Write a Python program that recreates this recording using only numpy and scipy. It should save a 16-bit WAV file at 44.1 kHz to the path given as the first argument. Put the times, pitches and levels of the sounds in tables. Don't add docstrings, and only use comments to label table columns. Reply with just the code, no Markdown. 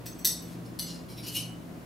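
import sys
import numpy as np
from scipy import signal
from scipy.fft import rfft, irfft, next_fast_len
from scipy.io import wavfile
from scipy.ndimage import map_coordinates

SR = 44100
rng = np.random.default_rng(int(sys.argv[2]) if len(sys.argv) > 2 else 0)


def store_pcm(level_fs):
    pcm = np.round(np.clip(level_fs, -1, 1) * 32767).astype(np.int16)
    wavfile.write(sys.argv[1], SR, np.atleast_2d(pcm).T)


N = 81585

# (frequency [Hz], level [dB], t60 [s])
FORK_MODES = [(1950, -12, .018), (3660, -6, .05), (4365, -6, .05), (5430, -7, .04), (5790, -3, .05),
              (5866, -2, .08), (6290, -9, .1), (7965, 0, .07), (8106, -7, .06), (9110, -5, .04),
              (10020, -4, .06), (10300, -9, .1), (11612, -4, .1), (11928, -2, .08), (12650, 2, .04),
              (13050, 1, .05)]
# (frequency [Hz], level [dB], t60 [s])
FORK_TIP_MODES = [(1900, -8, .012), (2550, -8, .01), (3250, -10, .03), (4365, -2, .1), (5720, 1, .06),
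                  (6300, -1, .14), (7970, 1, .07), (9150, -4, .06), (11700, -6, .03), (12680, 0, .03),
                  (15400, -2, .02)]
# (frequency [Hz], level [dB], t60 [s])
CROSSED_MODES = [(2150, -17, .1), (3530, -9, .06), (4280, -10, .06), (4790, -4, .08), (6105, 2, .1),
                 (7900, -3, .08), (9070, -7, .08), (10010, -2, .06), (11450, 0, .06), (11840, -6, .1)]
# (frequency [Hz], level [dB], t60 [s])
FREE_KNIFE_MODES = [(2420, -11, .03), (2646, -8, .06), (2916, 3, .14), (3017, 0, .16), (3130, -9, .06),
                    (4276, -4, .1), (4800, -10, .08), (5400, -9, .05), (6175, -2, .1), (7768, -18, .4),
                    (8280, -8, .08), (10255, -2, .07), (10660, -18, .7), (11610, -5, .07), (13060, -7, .06)]
# (frequency [Hz], relative level [dB])
CLICK_EQ = [(300, -46), (1000, -36), (1700, -17.5), (2500, -17), (3700, 1), (5600, 6.5), (7000, -5),
            (9700, 2), (10900, -2.5), (12600, -0.5), (15500, 0.5)]
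# (time [s], click [dB], fork [dB], fork tip [dB], crossed pair [dB], free knife [dB])
CLINK_CUES = [(.059, -15, -30, -19, -57.5, -70), (.1875, -42, -44, -26, -60, -58),
              (0.2473, 6, -1.5, -17, -28, -45), (.2685, 0.5, -10.5, -31.5, -35, -55),
              (0.419, -21, -31.5, -50.5, -31, -39), (.790, -5.5, -44, -52, -11, -23),
              (.822, -17, -45, -47, -48, -51), (1.264, -15.5, -48, -45, -41, -25),
              (1.347, -24, -42, -46, -40, -20), (1.363, -32, -46, -50, -49, -13),
              (1.389, -31, -55, -57, -46, -17.5), (1.404, -39, -64, -55, -53, -30)]
CLICK_T60_S = 0.0067


def clinks():
    clicks, rings = np.zeros((2, N)), np.zeros((2, N))
    t = np.arange(SR // 20) / SR
    for start, click_db, fork_db, tip_db, crossed_db, knife_db in CLINK_CUES:
        blow = in_kitchen(np.ones(1))
        burst = rng.standard_normal(len(t)) * amp(-60 * t / CLICK_T60_S)
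        click = amp(click_db) * burst / np.linalg.norm(burst)
        add(clicks, start, signal.fftconvolve(blow, [click], axes=1))
        touched = [(fork_db, FORK_MODES), (tip_db, FORK_TIP_MODES),
                   (crossed_db, CROSSED_MODES), (knife_db, FREE_KNIFE_MODES)]
        steel = sum(amp(db) * steel_ring(modes, blow) for db, modes in touched)
        add(rings, start, signal.fftconvolve(blow, [steel], axes=1))
    return rings + filtered(clicks, lambda hz: unit_rms(amp(curve_at(CLICK_EQ, hz))))


GRIP_DETUNE, GRIP_KNOTS_PER_S = 0.0017, 148


def steel_ring(modes, drive):
    t = np.arange(SR // 2) / SR
    hz, db, t60 = np.transpose(modes)[..., None]
    drive_hz = np.fft.rfftfreq(drive.shape[1], 1 / SR)
    drive_power = np.abs(rfft(drive.mean(0))) ** 2
    half_width_hz = np.log(1000) / (2 * np.pi * t60)
    resonance = 1 / ((drive_hz - hz) ** 2 + half_width_hz ** 2)
    uptake = np.sqrt(resonance @ drive_power / resonance.sum(1) / drive_power.mean())
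    grip = np.interp(t * GRIP_KNOTS_PER_S, np.arange(128), rng.standard_normal(size=128))
    wavering_time = np.cumsum(1 + GRIP_DETUNE * grip) / SR
    polarity_cycles = rng.integers(2, size=hz.shape) / 2
    partials = np.sin(2 * np.pi * (hz * wavering_time + polarity_cycles)) * amp(-60 * t / t60)
    gains = amp(db[:, 0]) / uptake / np.linalg.norm(partials, axis=1)
    return gains @ partials


# (frequency [Hz], level [dB], t60 [s])
HELD_KNIFE_MODES = [(2280, -4, .1), (3950, -2, .04), (4800, -6, .04), (5470, 2, .07), (8300, -8, .08),
                    (10480, -2, .1), (12080, -5, .08), (13130, -10, .08)]
# (frequency [Hz], level [dB], t60 [s])
TINE_MODES = [(2835, -11, .06), (4176, -6, 0.04), (4950, -5.5, 0.014), (5540, -7, 0.0084),
              (6770, -9, 0.013), (9800, -12.5, .015), (12000, -19, 0.051)]
# (frequency [Hz], relative level [dB])
GRIT_EQ = [(300, -32), (1600, -19), (2150, -7), (2800, -2.5), (4500, 0.5), (6500, -2.5), (7400, -4),
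           (9500, -0.5), (11700, 1), (14500, -4), (16000, -17)]
# (time [s], length [s], grit [dB], grit tilt above 2 kHz [dB/octave],
# free knife [dB], held knife [dB], tines [dB])
SCRAPE_CUES = [(0.463, 0.082, -58, -2, -83, -72, -74), (0.643, 0.022, -55.5, -3, -79, -72, -60),
               (0.857, 0.054, -54.5, -3, -81, -67, -45), (0.923, 0.037, -58, -4, -81, -71, -52),
               (1.079, 0.042, -53.5, -2.5, -76, -58, -58), (1.163, 0.027, -51.5, -5, -77, -52.5, -64),
               (1.22, 0.063, -55, -9, -55, -83, -47.5), (1.263, 0.022, -38, 8, -53, -57, -41.5),
               (1.313, 0.048, -43, 0, -57, -72, -71), (1.341, 0.026, -33, 1.5, -40, -44.5, -56)]
SLIPS_PER_S, SLIP_SCATTER_DB = 3000, 3.5
STROKE_ATTACK_S, STROKE_RELEASE_S = 0.007, 0.011


def scrapes():
    track = np.zeros((2, N))
    t = np.arange(SR // 8) / SR
    for start, length, grit_db, tilt, free_db, held_db, tines_db in SCRAPE_CUES:
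        slips = (rng.random(len(t)) < SLIPS_PER_S / SR) * rng.choice([-1, 1], len(t))
        slips = slips * amp(SLIP_SCATTER_DB * rng.standard_normal(len(t)))
        attack = np.clip(t / STROKE_ATTACK_S, 0, 1)
        release = np.clip((length - t) / STROKE_RELEASE_S + 0.5, 0, 1)
        pressure = attack * release
        rub = in_kitchen(unit_rms(slips * pressure) * np.sqrt(np.mean(pressure ** 2)))

        def grit_colour(hz):
            octaves_up = np.log2(np.maximum(hz, 2000) / 2000)
            return unit_rms(amp(curve_at(GRIT_EQ, hz) + tilt * octaves_up))

        add(track, start, amp(grit_db) * filtered(rub, grit_colour))
        rubbed = [(free_db, FREE_KNIFE_MODES), (held_db, HELD_KNIFE_MODES), (tines_db, TINE_MODES)]
        steel = sum(amp(db) * steel_ring(modes, rub) for db, modes in rubbed)
        add(track, start, signal.fftconvolve(rub, [steel], axes=1))
    return track


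# (delay [s], level over the direct sound [dB])
REFLECTIONS = [(.0035, -8), (.0053, 4.5), (.0062, -12.5), (0.0104, -12.5)]
# (frequency [Hz], t60 [s])
KITCHEN_DECAY = [(200, 0.25), (1500, 0.34), (4000, 0.38), (8000, 0.35), (15000, 0.18)]
TAIL_OVER_DIRECT_DB, TAIL_BUILD_S, TAIL_SIDE_DB = 7.5, 0.002, -8
REFLECTION_JITTER_S = 0.00018


def in_kitchen(sound):
    hz, t, noise = signal.stft(rng.standard_normal((2, SR * 3 // 5)), SR, nperseg=256)
    decay = amp(-60 * t / curve_at(KITCHEN_DECAY, hz)[:, None])
    tail = signal.istft(noise * decay, SR, nperseg=256)[1]
    tail *= (1 - np.exp(-np.arange(tail.shape[1]) / SR / TAIL_BUILD_S)) ** 2
    mid, side = amp(TAIL_OVER_DIRECT_DB) * tail / np.linalg.norm(tail[0])
    mid[0] += 1
    for delay, db in REFLECTIONS:
        arrival = abs(delay + REFLECTION_JITTER_S * rng.standard_normal())
        mid[round(arrival * SR)] += amp(db)
    side *= amp(TAIL_SIDE_DB)
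    response = np.array([mid + side, mid - side]) / np.linalg.norm(mid)
    return signal.fftconvolve(sound[None], response, axes=1)


# (frequency [Hz], level [dB], beat rate [Hz], partner's relative level [dB], time of a swell [s])
HUM_PAIRS = [(61.6, -61.5, 1.13, -6, 1.07), (118.2, -51, 1.387, -2, 1.315),
             (170.44, -49.5, 0.94, -9.5, 1.69), (246.3, -58, 1.18, -32, 0.57)]
HUM_WAVER_DB, HUM_DRIFT_RAD, HUM_KNOTS_PER_S = 2, 0.45, 6.07


def appliance_hum():
    t, hum = np.arange(N) / SR, np.zeros(N)
    for hz, db, beat_hz, partner_db, swell_s in HUM_PAIRS:
        phase = 2 * np.pi * (hz * t + rng.random()) + HUM_DRIFT_RAD * wobble(HUM_KNOTS_PER_S)
        partner = amp(partner_db) * np.sin(phase + 2 * np.pi * beat_hz * (t - swell_s))
        gain = np.sqrt(2) * amp(db + HUM_WAVER_DB * wobble(HUM_KNOTS_PER_S))
        hum += gain * (np.sin(phase) + partner)
    return hum


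# (frequency [Hz], relative level [dB])
ROOM_EQ = [(15, -39), (25, -22.5), (59, -18), (178, -3.5), (227, -9), (322, -6), (399, -15.5), (703, -18),
           (826, -25.5), (997, -23), (1200, -26.5), (3340, -36), (9550, -42), (10400, -39.5), (15500, -43)]
# (frequency [Hz], side over mid [dB])
ROOM_WIDTH = [(40, -15), (150, -8), (300, -8.5), (600, -3.5), (1200, 0), (10000, -4.5)]
ROOM_DB = -44


def room_tone():
    mid, side = filtered(rng.standard_normal((2, N)), lambda hz: amp(curve_at(ROOM_EQ, hz)))
    side = filtered(side, lambda hz: amp(curve_at(ROOM_WIDTH, hz)))
    return amp(ROOM_DB) * unit_rms(np.array([mid + side, mid - side]))


def amp(db):
    return 10 ** (np.asarray(db) / 20)


def unit_rms(x):
    return x / np.sqrt(np.mean(x ** 2) + 1e-20)


def curve_at(points, hz):
    knot_hz, values = np.transpose(points)
    return np.interp(np.log(hz + 1), np.log(knot_hz + 1), values)


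def wobble(knots_per_s):
    return map_coordinates(rng.standard_normal(64), [np.arange(N) * knots_per_s / SR], mode="mirror")


def filtered(x, response):
    size = next_fast_len(x.shape[-1] + 8192)
    spectrum = rfft(x, size) * response(np.fft.rfftfreq(size, 1 / SR))
    return irfft(spectrum, size)[..., :x.shape[-1]]


def add(track, start_s, sound):
    part = track[:, round(start_s * SR):][:, :sound.shape[1]]
    part += sound[:, :part.shape[1]]


PAN_DB, LEFT_LEAD_S = 0.43, 3e-6


def scene():
    sides = np.array([[1], [-1]])
    mix = (clinks() + scrapes() + room_tone() + appliance_hum()) * amp(PAN_DB * sides)
    return filtered(mix, lambda hz: np.exp(1j * np.pi * hz * LEFT_LEAD_S * sides))


HIGH_CUT_HZ = 15800


def record(dry):
    return filtered(dry, lambda hz: 1 / (1 + (hz / HIGH_CUT_HZ) ** 300))


dry = scene()
out = record(dry)
store_pcm(out)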